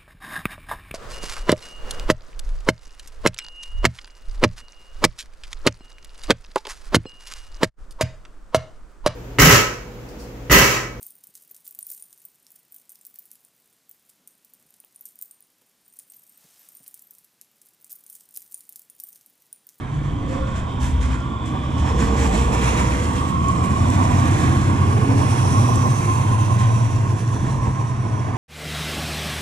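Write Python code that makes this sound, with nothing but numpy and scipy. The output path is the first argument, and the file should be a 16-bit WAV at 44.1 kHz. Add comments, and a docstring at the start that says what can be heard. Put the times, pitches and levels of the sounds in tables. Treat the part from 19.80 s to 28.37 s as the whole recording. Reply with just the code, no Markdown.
"""A street of houses, at the kerb: a two-section tram rolls up, passes a few metres off and draws away.
Rough rails shake its body and bogies into a rumble, the wheels roar and the drive whines near 1 kHz.
The rails sing ahead of it, the wheels crush grit and a thin hiss from the rims trails behind.
Hums, moans and thin whistles glide through, with sharp ticks, and pings and wavering swells near 1 kHz."""
import sys
import numpy as np
from scipy import signal
from scipy.fft import rfft, irfft
from scipy.io import wavfile
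from scipy.ndimage import uniform_filter1d

SR = 44100
rng = np.random.default_rng(int(sys.argv[2]) if len(sys.argv) > 2 else 0)


def transcribe(signal):
    """Save signal, clipped to [-1, 1], as a 16-bit WAV file at the path in sys.argv[1]."""
    frames = np.atleast_2d(signal).T
    limited = np.clip(frames, -1, 1)
    pcm = np.round(limited * 32767).astype(np.int16)
    wavfile.write(sys.argv[1], SR, pcm)


N = 377937
TIME_S = np.arange(N) / SR
FREQS_HZ = np.fft.rfftfreq(3 * 2 ** 17, 1 / SR)
SPEED_M_S, SOUND_M_S = 6.0, 343

# three bogies passing: (nearest [s], base reach [m], road bed [dB], suspension [dB], frame growl [dB],
# track roar [dB], wheel grind [dB], grit [dB], rim hiss [dB])
BOGIE_PASSES = [(2.84, 2.26, -42, -33, -25, -31, -39.5, -37, -60),
                (4.5, 1.98, -31.5, -23, -23, -35, -37.5, -39, -45.5),
                (5.75, 4.02, -56, -21, -26.5, -31, -39.5, -44.5, -42)]
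# uneven track: (middle [s], length [s], thud [dB], roar [dB])
TRACK_JOLTS = [(0.507, 0.66, -26.5, -41.5), (1.1, 0.74, -39, -47), (2.123, 0.46, -32, -36),
               (2.537, 0.44, -48, -32.5), (4.143, 0.31, -32, -35.5), (5.33, 0.072, -32, -36),
               (5.69, 0.2, -31, -30), (7.683, 0.2, -29.5, -36), (7.884, 0.085, -26, -33.5),
               (8.504, 0.31, -40, -36.5)]
# clean rail: (middle [s], length [s], gain [dB])
CLEAN_RAIL = [(1.55, 0.18, -5), (2.505, 0.039, -3.5), (2.7, 0.048, -4), (2.783, .045, -1.5),
              (3.584, 0.12, -5), (4.957, 0.086, -2), (5.216, 0.098, -1.5), (7.8, 0.063, -4)]
# car body drone: (time [s], pitch [Hz], level [dB])
BODY_DRONE = [(0, 64, -42), (.45, 63, -30), (.92, 65.8, -40), (1.05, 67.8, -19), (1.26, 66.2, -18.5),
              (1.5, 62.9, -34.5), (1.82, 73.9, -30.5), (2.05, 72, -20), (2.6, 63, -19.5), (3.0, 68, -23.5),
              (3.7, 81, -25), (4.05, 88, -20.5), (4.75, 93, -20.5), (5.1, 99.3, -18), (5.78, 101, -20),
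              (6.3, 105, -23), (6.58, 105.9, -16.5), (7.03, 110, -16.5), (7.7, 101, -28.5),
              (8.57, 110, -26)]
# drive whine: (time [s], level [dB])
WHINE_LEVEL = [(0, -48), (.3, -51), (.58, -42), (1.0, -45.5), (1.5, -42.5), (1.9, -41), (2.1, -40),
               (3.3, -38.5), (3.55, -36.5), (4.0, -36), (4.6, -38), (5.4, -38.5), (5.8, -37.5), (6.95, -39),
               (7.15, -49.5), (7.75, -43.5), (8.57, -42.5)]
# rail singing, screened by the body once the first bogie is past: (time [s], level [dB])
SINGING_LEVEL = [(0, -54.5), (0.9, -49), (1.9, -49.5), (2.8, -44), (3.7, -55), (4.4, -54.5), (6.6, -55),
                 (8.57, -79)]
# gliding hums, moans, thin whistles and bands of hiss:
# (start [s], end [s], start pitch [Hz], end pitch [Hz], width [Hz], level [dB])
GLIDING_BANDS = [(.06, 0.375, 147, 145, 9.7, -26.5), (0.231, 0.716, 286.7, 286, 7, -35),
                 (0.335, 0.603, 256, 253.5, 4.5, -35), (.44, 0.74, 526, 520, 35, -35.5),
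                 (0.3, 1.9, 972, 975, 54, -44), (0.571, 0.801, 1400, 1416, 45, -47),
                 (0.8, 2.15, 255.5, 259, 1.5, -33.5), (1.176, 1.694, 1382, 1379, 29, -50),
                 (.3, 2.3, 7750, 7560, 550, -63), (1.4, 2.47, 3413, 3430, 125, -48.5),
                 (2.05, 3.01, 447.8, 462.6, 48, -32), (2.202, 3.2, 955, 981, 68, -36),
                 (2.8, 3.5, 477, 486, 36, -36.5), (3.45, 3.95, 167.8, 176.4, 26, -29),
                 (3.92, 4.5, 255, 242.6, 17, -26.5), (4.05, 5.089, 280, 315.9, 73, -29.5),
                 (3.6, 4.9, 670.3, 722.4, 110, -38), (5.001, 5.498, 378, 427.6, 116, -31.5),
                 (5.2, 5.45, 261.8, 282, 34, -25.5), (5.62, 5.92, 127, 114.9, 4.4, -19.5),
                 (5.75, 6.13, 237.2, 247.4, 14, -31), (6.19, 6.34, 351, 350, 8.6, -34),
                 (5.331, 6.0, 9180, 9550, 390, -49), (5.3, 6.3, 5750, 5880, 900, -46),
                 (5.349, 6.1, 3510, 3450, 900, -52), (5.5, 6.546, 7600, 7380, 220, -52),
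                 (5.7, 6.5, 11960, 11500, 900, -62), (6.2, 6.65, 9400, 9330, 520, -51),
                 (6.9, 7.65, 9130, 9050, 200, -67)]
# sand patches: (start [s], length [s], level [dB], relative splinters [dB], relative wheel ring [dB])
SAND_PATCHES = [(0.102, 0.13, -54, -34, -4), (0.208, 0.15, -56, -30, 6), (0.465, 0.12, -47, -22, -2),
                (.51, 0.13, -54.5, -25, 10), (0.638, .14, -51, -35, 2), (0.741, 0.09, -45, -22, 2),
                (0.987, 0.15, -39.5, -6.5, -3), (1.196, 0.1, -40, -20, -1), (1.285, 0.13, -45.5, -24, 4),
                (1.648, 0.077, -45, -16, -10), (1.966, 0.076, -42.5, -20, -13), (2.039, .11, -41.5, -22, 3),
                (2.172, 0.12, -36, -17, -2), (2.346, 0.19, -35, -17, -3), (2.51, 0.12, -38, -19, -3),
                (2.603, 0.045, -44, -22, -1), (2.718, 0.058, -38, -15, -10), (2.803, 0.11, -36.5, -23, 0.5),
                (2.852, .1, -37, -18, -2), (2.953, 0.11, -35, -26, 1), (3.08, 0.15, -43.5, -17, 5.5),
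                (3.218, 0.056, -43, -14, -10), (3.31, 0.15, -46, -11, -6), (3.477, 0.051, -44, -7, -8),
                (3.825, 0.058, -41, -11, -9), (4.093, 0.097, -43, -16, -3), (4.58, 0.11, -42, -18, -3),
                (5.51, 0.16, -44, -18, 0), (6.765, 0.13, -40, -20, 0.5), (7.621, 0.19, -46, -34, -3),
                (7.824, 0.086, -47.5, -20, -1)]
# sharp ticks, and short pings near 1 kHz: (time [s], ring [Hz], t60 [s], level [dB])
TICKS_AND_PINGS = [(1.404, 6260, .025, -41), (1.658, 7700, .05, -39), (2.205, 6900, .02, -35),
                   (2.226, 1040, 0.026, -16), (2.402, 6400, .02, -32), (2.549, 2200, .025, -26),
                   (2.622, 3290, .02, -33), (2.749, 7300, 0.027, -31), (2.815, 3220, .02, -29),
                   (3.123, 2360, .02, -31), (3.334, 7300, .02, -34), (3.684, 7200, 0.048, -31),
                   (3.717, 7210, 0.022, -33), (3.906, 7360, .015, -36), (3.93, 7400, .015, -36),
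                   (4.102, 7660, .035, -32), (5.957, 7580, 0.04, -28), (6.507, 1070, 0.029, -28),
                   (6.767, 6050, .03, -36), (7.478, 5940, 0.018, -32)]
# brief swells of a wavering tone near 1 kHz: (time [s], level [dB])
TONE_SWELLS = [(3.42, -31.5), (3.52, -34), (3.565, -29.5), (3.69, -28), (3.76, -32), (3.96, -31.5),
               (5.04, -30.5), (5.13, -34), (5.24, -33), (5.43, -30.5), (5.77, -30), (5.92, -33),
               (6.0, -33.5), (6.07, -33), (6.3, -27), (6.41, -32), (6.53, -29.5), (6.615, -29.5),
               (6.72, -32), (6.82, -30.5), (6.97, -36.5), (7.28, -41), (7.7, -33), (7.85, -31.5),
               (8.01, -38), (8.35, -36), (8.53, -41)]
# gliding band in the rim hiss: (time [s], centre [Hz])
RIM_GLIDE = [(4.4, 5580), (6.4, 6020), (7.1, 5870), (8.57, 5710)]
# source spectra: (frequency [Hz], relative density [dB])
ROAD_BED_SPECTRUM = [(15, 3), (30, -3), (48, 1), (60, 10.5), (80, 6.5)]
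FRAME_SPECTRUM = [(70, 0.5), (120, 0), (170, 0), (240, -1), (320, -6), (400, -18.5), (520, -18), (700, -24),
                  (1200, -57)]
TRACK_SPECTRUM = [(250, 0), (370, 2), (470, -1.5), (560, -5.5), (660, -1), (780, 0), (860, -3), (960, 3),
                  (1080, 1), (1300, -18)]
WHEEL_SPECTRUM = [(800, 1), (1280, 2.5), (1550, 2), (1950, -0.5), (2250, -2), (2550, -3), (2900, -14),
                  (3400, -7), (4000, -15.5), (7000, -35)]
RAIL_SPECTRUM = [(1900, -35), (2280, -3.5), (2700, -19), (3100, -2.5), (3420, -3.5), (3650, -8),
                 (4000, -19.5)]
SAND_SPECTRUM = [(700, -46), (1600, 7), (3300, 1.5), (4000, -1.5), (4700, -5.5), (5900, -0.5), (6700, -0.5),
                 (7650, 3), (8100, -3.5), (9500, -5), (11000, -16), (13000, -19), (15500, -29)]
RIM_SPECTRUM = [(2200, -28), (2650, 6.5), (3000, -7.5), (4900, -9), (5500, -8.5), (6500, -3.5), (7400, -7),
                (8000, -8.5), (9300, -3.5), (10200, -8.5), (11000, -14.5), (11700, -18), (15000, -25)]
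SPLINTER_SPECTRUM = [(7500, 5), (11000, -1), (14500, -11)]
# microphone port balance: (frequency [Hz], left minus right [dB])
PORT_BALANCE = [(60, 1), (110, 0), (200, -3.5), (400, -6), (560, -8.5), (680, -14.5), (900, -5.5),
                (1150, -4), (2000, -3), (2900, -1.5), (4500, -4.5), (6200, -10.5), (8500, -2),
                (15000, -2.5)]
# port likeness: (frequency [Hz], coherence [0-1])
PORT_COHERENCE = [(60, 0.94), (250, 0.87), (430, 0.89), (580, 0.22), (750, 0.71), (1100, 0.62),
                  (1500, 0.29), (3300, 0.7), (5000, 0.12), (12000, 0.1)]
# port phase, tram end-on and side-on: (frequency [Hz], left lead [rad])
END_ON_PHASE = [(60, 0.061), (520, -0.47), (680, 1.5), (1300, 1.4), (2000, 1.3), (3200, 0.78),
                (4400, -0.31), (12000, -0.23)]
SIDE_ON_PHASE = [(60, 0), (300, 0.43), (450, 0.3), (600, -1.7), (700, -3.5), (900, -4), (2000, -4.5),
                 (3500, -5), (5000, -5), (12000, -4.5)]


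def undb(db):
    """Decibels to gain."""
    return 10 ** (np.asarray(db) / 20)


def unit(x):
    """Scale to rms 1."""
    return x / np.sqrt(np.mean(np.abs(x) ** 2))


def curves(table):
    """Columns of a time table, per sample."""
    times_s, *columns = np.transpose(table)
    return [np.interp(TIME_S, times_s, column) for column in columns]


def over_hz(table, freqs_hz):
    """Interpolate a table over log frequency."""
    hz, value = np.transpose(table)
    return np.interp(np.log(freqs_hz + 1), np.log(hz), value)


def filtered(x, gain):
    """Apply a gain per frequency."""
    size = 2 * (len(FREQS_HZ) - 1)
    return irfft(rfft(x, size) * gain, size)[..., :N]


def colour(x, spectrum):
    """Filter by a spectrum, rolled off past its ends; rms 1."""
    skirts = (1 + (spectrum[0][0] / (FREQS_HZ + 1)) ** 4) * (1 + (FREQS_HZ / spectrum[-1][0]) ** 4)
    return unit(filtered(x, undb(over_hz(spectrum, FREQS_HZ)) / np.sqrt(skirts)))


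def noise():
    """Two unrelated noises: direct sound, and scatter from road and house fronts."""
    return rng.standard_normal((2, N))


def walk(rate_hz):
    """Smooth random drift; rms 1."""
    return unit(filtered(rng.standard_normal(N), np.exp(-(FREQS_HZ / rate_hz) ** 2)))


def swell(middle_s, length_s):
    """Gaussian rise and fall; peak 1."""
    return np.exp(-2 * ((TIME_S - middle_s) / length_s) ** 2)


def resonance(hz, width_hz, steady):
    """Randomly driven resonance; a constant load (steady, 0-1) evens out its swells."""
    real, imag = filtered(rng.standard_normal((2, 2, N)), (1 + (2 * FREQS_HZ / width_hz) ** 6) ** -.5)
    power = uniform_filter1d(real ** 2 + imag ** 2, SR // 14, axis=-1)
    phase = 2 * np.pi * np.cumsum(hz * np.ones(N)) / SR
    return unit((real * np.cos(phase) - imag * np.sin(phase)) / power ** (steady / 2))


def grains(per_s, spread_db):
    """Dense tiny cracks of random size."""
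    size = undb(spread_db * np.minimum(rng.exponential(size=N), 5))
    return unit(noise() * size * (rng.random(N) < per_s / SR))


def rolling(bogies_db, spread, ahead_db, behind_db):
    """Rolling gain: each bogie falls as 1 / distance, over the street's echo; spread scales its reach."""
    power = undb(np.linspace(ahead_db, behind_db, N)) ** 2
    for (nearest_s, reach_m, *_), db in zip(BOGIE_PASSES, bogies_db):
        along_m = SPEED_M_S * (TIME_S - nearest_s)
        power += undb(db) ** 2 / (1 + (along_m / (reach_m * spread)) ** 2)
    return np.sqrt(power)


def jolts():
    """Thud and roar gains from uneven track."""
    thud = sum(undb(db) * swell(s, length_s) for s, length_s, db, _ in TRACK_JOLTS)
    roar = sum(undb(db) * swell(s, length_s) for s, length_s, _, db in TRACK_JOLTS)
    return thud, roar


def clean_rail_db():
    """Dips in grind, crackle and hiss on clean, smooth rail."""
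    return sum(db * swell(s, length_s) for s, length_s, db in CLEAN_RAIL)


def body_rumble(road_bed_db, suspension_db, thud):
    """Rough rails shake road bed and suspension; the car body drones, rising as it passes."""
    road_bed_gain = np.hypot(rolling(road_bed_db, spread=1.6, ahead_db=-49, behind_db=-54), thud)
    road_bed = colour(noise(), ROAD_BED_SPECTRUM) * road_bed_gain
    ring = resonance(126.5, width_hz=20.4, steady=0.48)
    ring *= rolling(suspension_db, spread=0.87, ahead_db=-34, behind_db=-26)
    rumble = resonance(100, width_hz=28, steady=0.25)
    rumble *= rolling(suspension_db - 8.5, spread=2.0, ahead_db=-39, behind_db=-32)
    drone_hz, drone_db = curves(BODY_DRONE)
    drone = resonance(drone_hz, width_hz=17, steady=.95) * undb(drone_db)
    return road_bed + ring + rumble + drone


def running_gear(growl_db, roar_db, grind_db, jolt):
    """Bogie frames growl, track roars, steel wheels grind; jolts feed frames and track."""
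    growl_gain = np.hypot(rolling(growl_db, spread=1.73, ahead_db=-42.5, behind_db=-36.5),
                          undb(5.5) * jolt)
    roar_gain = np.hypot(rolling(roar_db, spread=1.0, ahead_db=-56, behind_db=-38), jolt)
    grind_gain = rolling(grind_db, spread=1.0, ahead_db=-48.5, behind_db=-45)
    growl = colour(noise(), FRAME_SPECTRUM) * growl_gain * undb(walk(36))
    roar = colour(noise(), TRACK_SPECTRUM) * roar_gain * undb(1.85 * walk(19))
    grind = colour(noise(), WHEEL_SPECTRUM) * grind_gain * undb(clean_rail_db() / 2 + 1.06 * walk(27))
    return growl + roar + grind


def passing_pitch_hz(source_hz=1074, nearest_s=5.95, distance_m=3.22, wander=0.01098):
    """A wandering pitch that drops in passing (Doppler)."""
    along_m = SPEED_M_S * (TIME_S - nearest_s)
    receding_m_s = SPEED_M_S * along_m / np.hypot(along_m, distance_m)
    return source_hz / (1 + receding_m_s / SOUND_M_S) * (1 + wander * walk(7))


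def drive_whine(pitch_hz):
    """The drive whines: a firm core in a wider, rougher skirt."""
    whine_db, = curves(WHINE_LEVEL)
    core = undb(-1.5) * resonance(pitch_hz, width_hz=59, steady=0.85)
    skirt = resonance(pitch_hz, width_hz=167, steady=0.32)
    return (core + skirt) * undb(whine_db + walk(18))


def rail_singing():
    """The rails ring ahead of the wheels."""
    singing_db, = curves(SINGING_LEVEL)
    return colour(noise(), RAIL_SPECTRUM) * undb(singing_db + 1.4 * walk(13))


def gliding_bands(steady=0.35):
    """Gliding hums, moans, thin whistles and bands of hiss; the narrower, the purer."""
    out = np.zeros((2, N))
    chance = noise() + 1j * noise()
    for start_s, end_s, from_hz, to_hz, width_hz, db in GLIDING_BANDS:
        inside = (TIME_S > start_s) & (TIME_S < end_s)
        progress = np.linspace(0, 1, inside.sum())
        lowpass = signal.butter(2, width_hz / 2, fs=SR, output="sos")
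        waver = signal.sosfilt(lowpass, chance[:, :len(progress)])
        waver /= (np.abs(waver) + 1e-12) ** steady  # evens the swells
        glide_hz = from_hz + (to_hz - from_hz) * progress
        tone = (waver * np.exp(2j * np.pi * np.cumsum(glide_hz) / SR)).real
        arch = np.sqrt(np.abs(np.sin(np.pi * progress)))
        out[:, inside] += undb(db) * np.array([unit(row) for row in tone]) * arch
    return out


def grit(grit_db, nose_s):
    """Sand crackles under the treads; thicker patches flare, splinter and ring the wheel."""
    screen_db = np.interp(TIME_S - nose_s, [-.5, -.1], [-7, 0])  # the nose hides the wheels at first
    crackle = colour(grains(per_s=12000, spread_db=0), SAND_SPECTRUM) * undb(0.89 * walk(25))
    crackle *= rolling(grit_db, spread=1.0, ahead_db=-59, behind_db=-59)
    crackle *= undb(screen_db + clean_rail_db())
    crush_gain, splinter_gain, ring_gain = np.zeros((3, N))
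    for start_s, length_s, db, splinter_db, ring_db in SAND_PATCHES:
        age = np.maximum(TIME_S - start_s, 0) / (length_s * 0.37)
        flare = undb(db) * (age * np.exp(1 - age)) ** 2
        crush_gain += flare
        splinter_gain += undb(splinter_db) * flare
        ring_gain += undb(ring_db) * flare
    crush = crush_gain * colour(grains(per_s=12000, spread_db=-0.5), SAND_SPECTRUM)
    splinters = splinter_gain * colour(grains(per_s=2400, spread_db=2), SPLINTER_SPECTRUM)
    ring = ring_gain * colour(noise(), WHEEL_SPECTRUM)
    return crackle + crush + splinters + ring


def ticks_and_pings(crack_gain=0.7):
    """Sharp ticks, and short pings near 1 kHz: a brief crack and a damped ring."""
    out = np.zeros((2, N))
    age_s = TIME_S[:SR // 8]
    for start_s, hz, t60_s, db in TICKS_AND_PINGS:
        fade = np.exp(-np.log(1000) * age_s / t60_s)
        band = signal.butter(3, [hz / 1.35, hz * 1.3], "bandpass", fs=SR, output="sos")
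        crack = crack_gain * fade * unit(signal.sosfilt(band, rng.standard_normal((2, len(age_s)))))
        ring = np.sin(2 * np.pi * hz * age_s)
        at = int(start_s * SR)
        out[:, at:at + len(age_s)] += undb(db) * fade * (ring + crack)
    return out


def tone_swells(pitch_hz, waver=0.01758):
    """Brief swells of a wavering tone near 1 kHz."""
    tone_hz = [pitch_hz * (1 + waver * walk(24.06)) for _ in range(2)]
    tone = unit(np.sin(2 * np.pi * np.cumsum(tone_hz, axis=1) / SR))
    return tone * sum(undb(db) * swell(s, length_s=0.034) for s, db in TONE_SWELLS)


def rim_hiss(hiss_db):
    """Rims rub the rails: a hiss with one gliding band, thrown backwards."""
    rim_hz, = curves(RIM_GLIDE)
    hiss = colour(noise(), RIM_SPECTRUM)
    band = undb(-5) * resonance(rim_hz * (1 + .012 * walk(8)), width_hz=520, steady=.2)
    last_bogie_s = BOGIE_PASSES[-1][0]
    screen_db = np.interp(TIME_S - last_bogie_s, [-.75, -.25], [-6.5, 0])
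    gain = rolling(hiss_db, spread=1.26, ahead_db=-85, behind_db=-73)
    return (hiss + band) * gain * undb(screen_db + clean_rail_db() + 1.7 * walk(20))


def alongside(nose_s, tail_s, turn_s=0.25, end_on_share=0.066):
    """How far side-on the tram is, 0-1."""
    flank = (np.tanh((TIME_S - nose_s) / (2 * turn_s)) - np.tanh((TIME_S - tail_s) / (2 * turn_s))) / 2
    return end_on_share + (.95 - end_on_share) * flank


def street_paths(freqs_hz, side_on, ripple_db=2.5, far_db=7, dull_hz=10800):
    """Gain by frequency and time: shifting reflections ripple the spectrum, distance dulls the top."""
    ripple = rng.standard_normal((len(freqs_hz), len(side_on)))
    ripple = unit(uniform_filter1d(uniform_filter1d(ripple, size=5, axis=0), size=16, axis=1))
    depth_db = ripple_db * freqs_hz / (freqs_hz + 700)
    loss_db = far_db * (1 - side_on) * freqs_hz ** 6 / (freqs_hz ** 6 + dull_hz ** 6)
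    return undb(depth_db * ripple - loss_db)


def microphone_ports(sound, side_on):
    """Two ports hear the street: alike in the bass, parting in phase as the tram comes alongside."""
    freqs_hz, frames_s, (direct, scatter) = signal.stft(sound, SR, nperseg=2048)
    freqs_hz = freqs_hz[:, None]
    share = np.interp(frames_s, TIME_S, side_on)
    end_phasor = np.exp(1j * over_hz(END_ON_PHASE, freqs_hz))
    side_phasor = np.exp(1j * over_hz(SIDE_ON_PHASE, freqs_hz))
    lead_rad = np.angle((1 - share) * end_phasor + share * side_phasor)
    left_gain = undb(over_hz(PORT_BALANCE, freqs_hz)) * np.exp(1j * lead_rad)
    alike = np.sqrt(over_hz(PORT_COHERENCE, freqs_hz))
    common, apart = np.sqrt(1 + alike) * direct, np.sqrt(1 - alike) * scatter
    sum_gain = np.sqrt((1 + np.abs(left_gain) ** 2) / 2 + alike * left_gain.real)
    ports = np.array([left_gain * (common + apart), common - apart]) / sum_gain  # flat in sum
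    return signal.istft(ports * street_paths(freqs_hz, share), SR)[1][:, :N]


def scene(nose_s=2.39, tail_s=7.1):
    """The passing tram, from the kerb."""
    levels_db = np.transpose(BOGIE_PASSES)[2:]
    road_bed_db, suspension_db, growl_db, roar_db, grind_db, grit_db, hiss_db = levels_db
    thud, jolt = jolts()
    mix = body_rumble(road_bed_db, suspension_db, thud) + running_gear(growl_db, roar_db, grind_db, jolt)
    pitch_hz = passing_pitch_hz()
    mix += drive_whine(pitch_hz) + rail_singing() + gliding_bands() + grit(grit_db, nose_s)
    mix += ticks_and_pings() + tone_swells(pitch_hz) + rim_hiss(hiss_db)
    return microphone_ports(mix, alongside(nose_s, tail_s))


def record(dry, top_hz=15600):
    """Steep low-pass."""
    return signal.sosfilt(signal.ellip(10, .1, 80, top_hz, fs=SR, output="sos"), dry)


dry = scene()
out = record(dry)
transcribe(out)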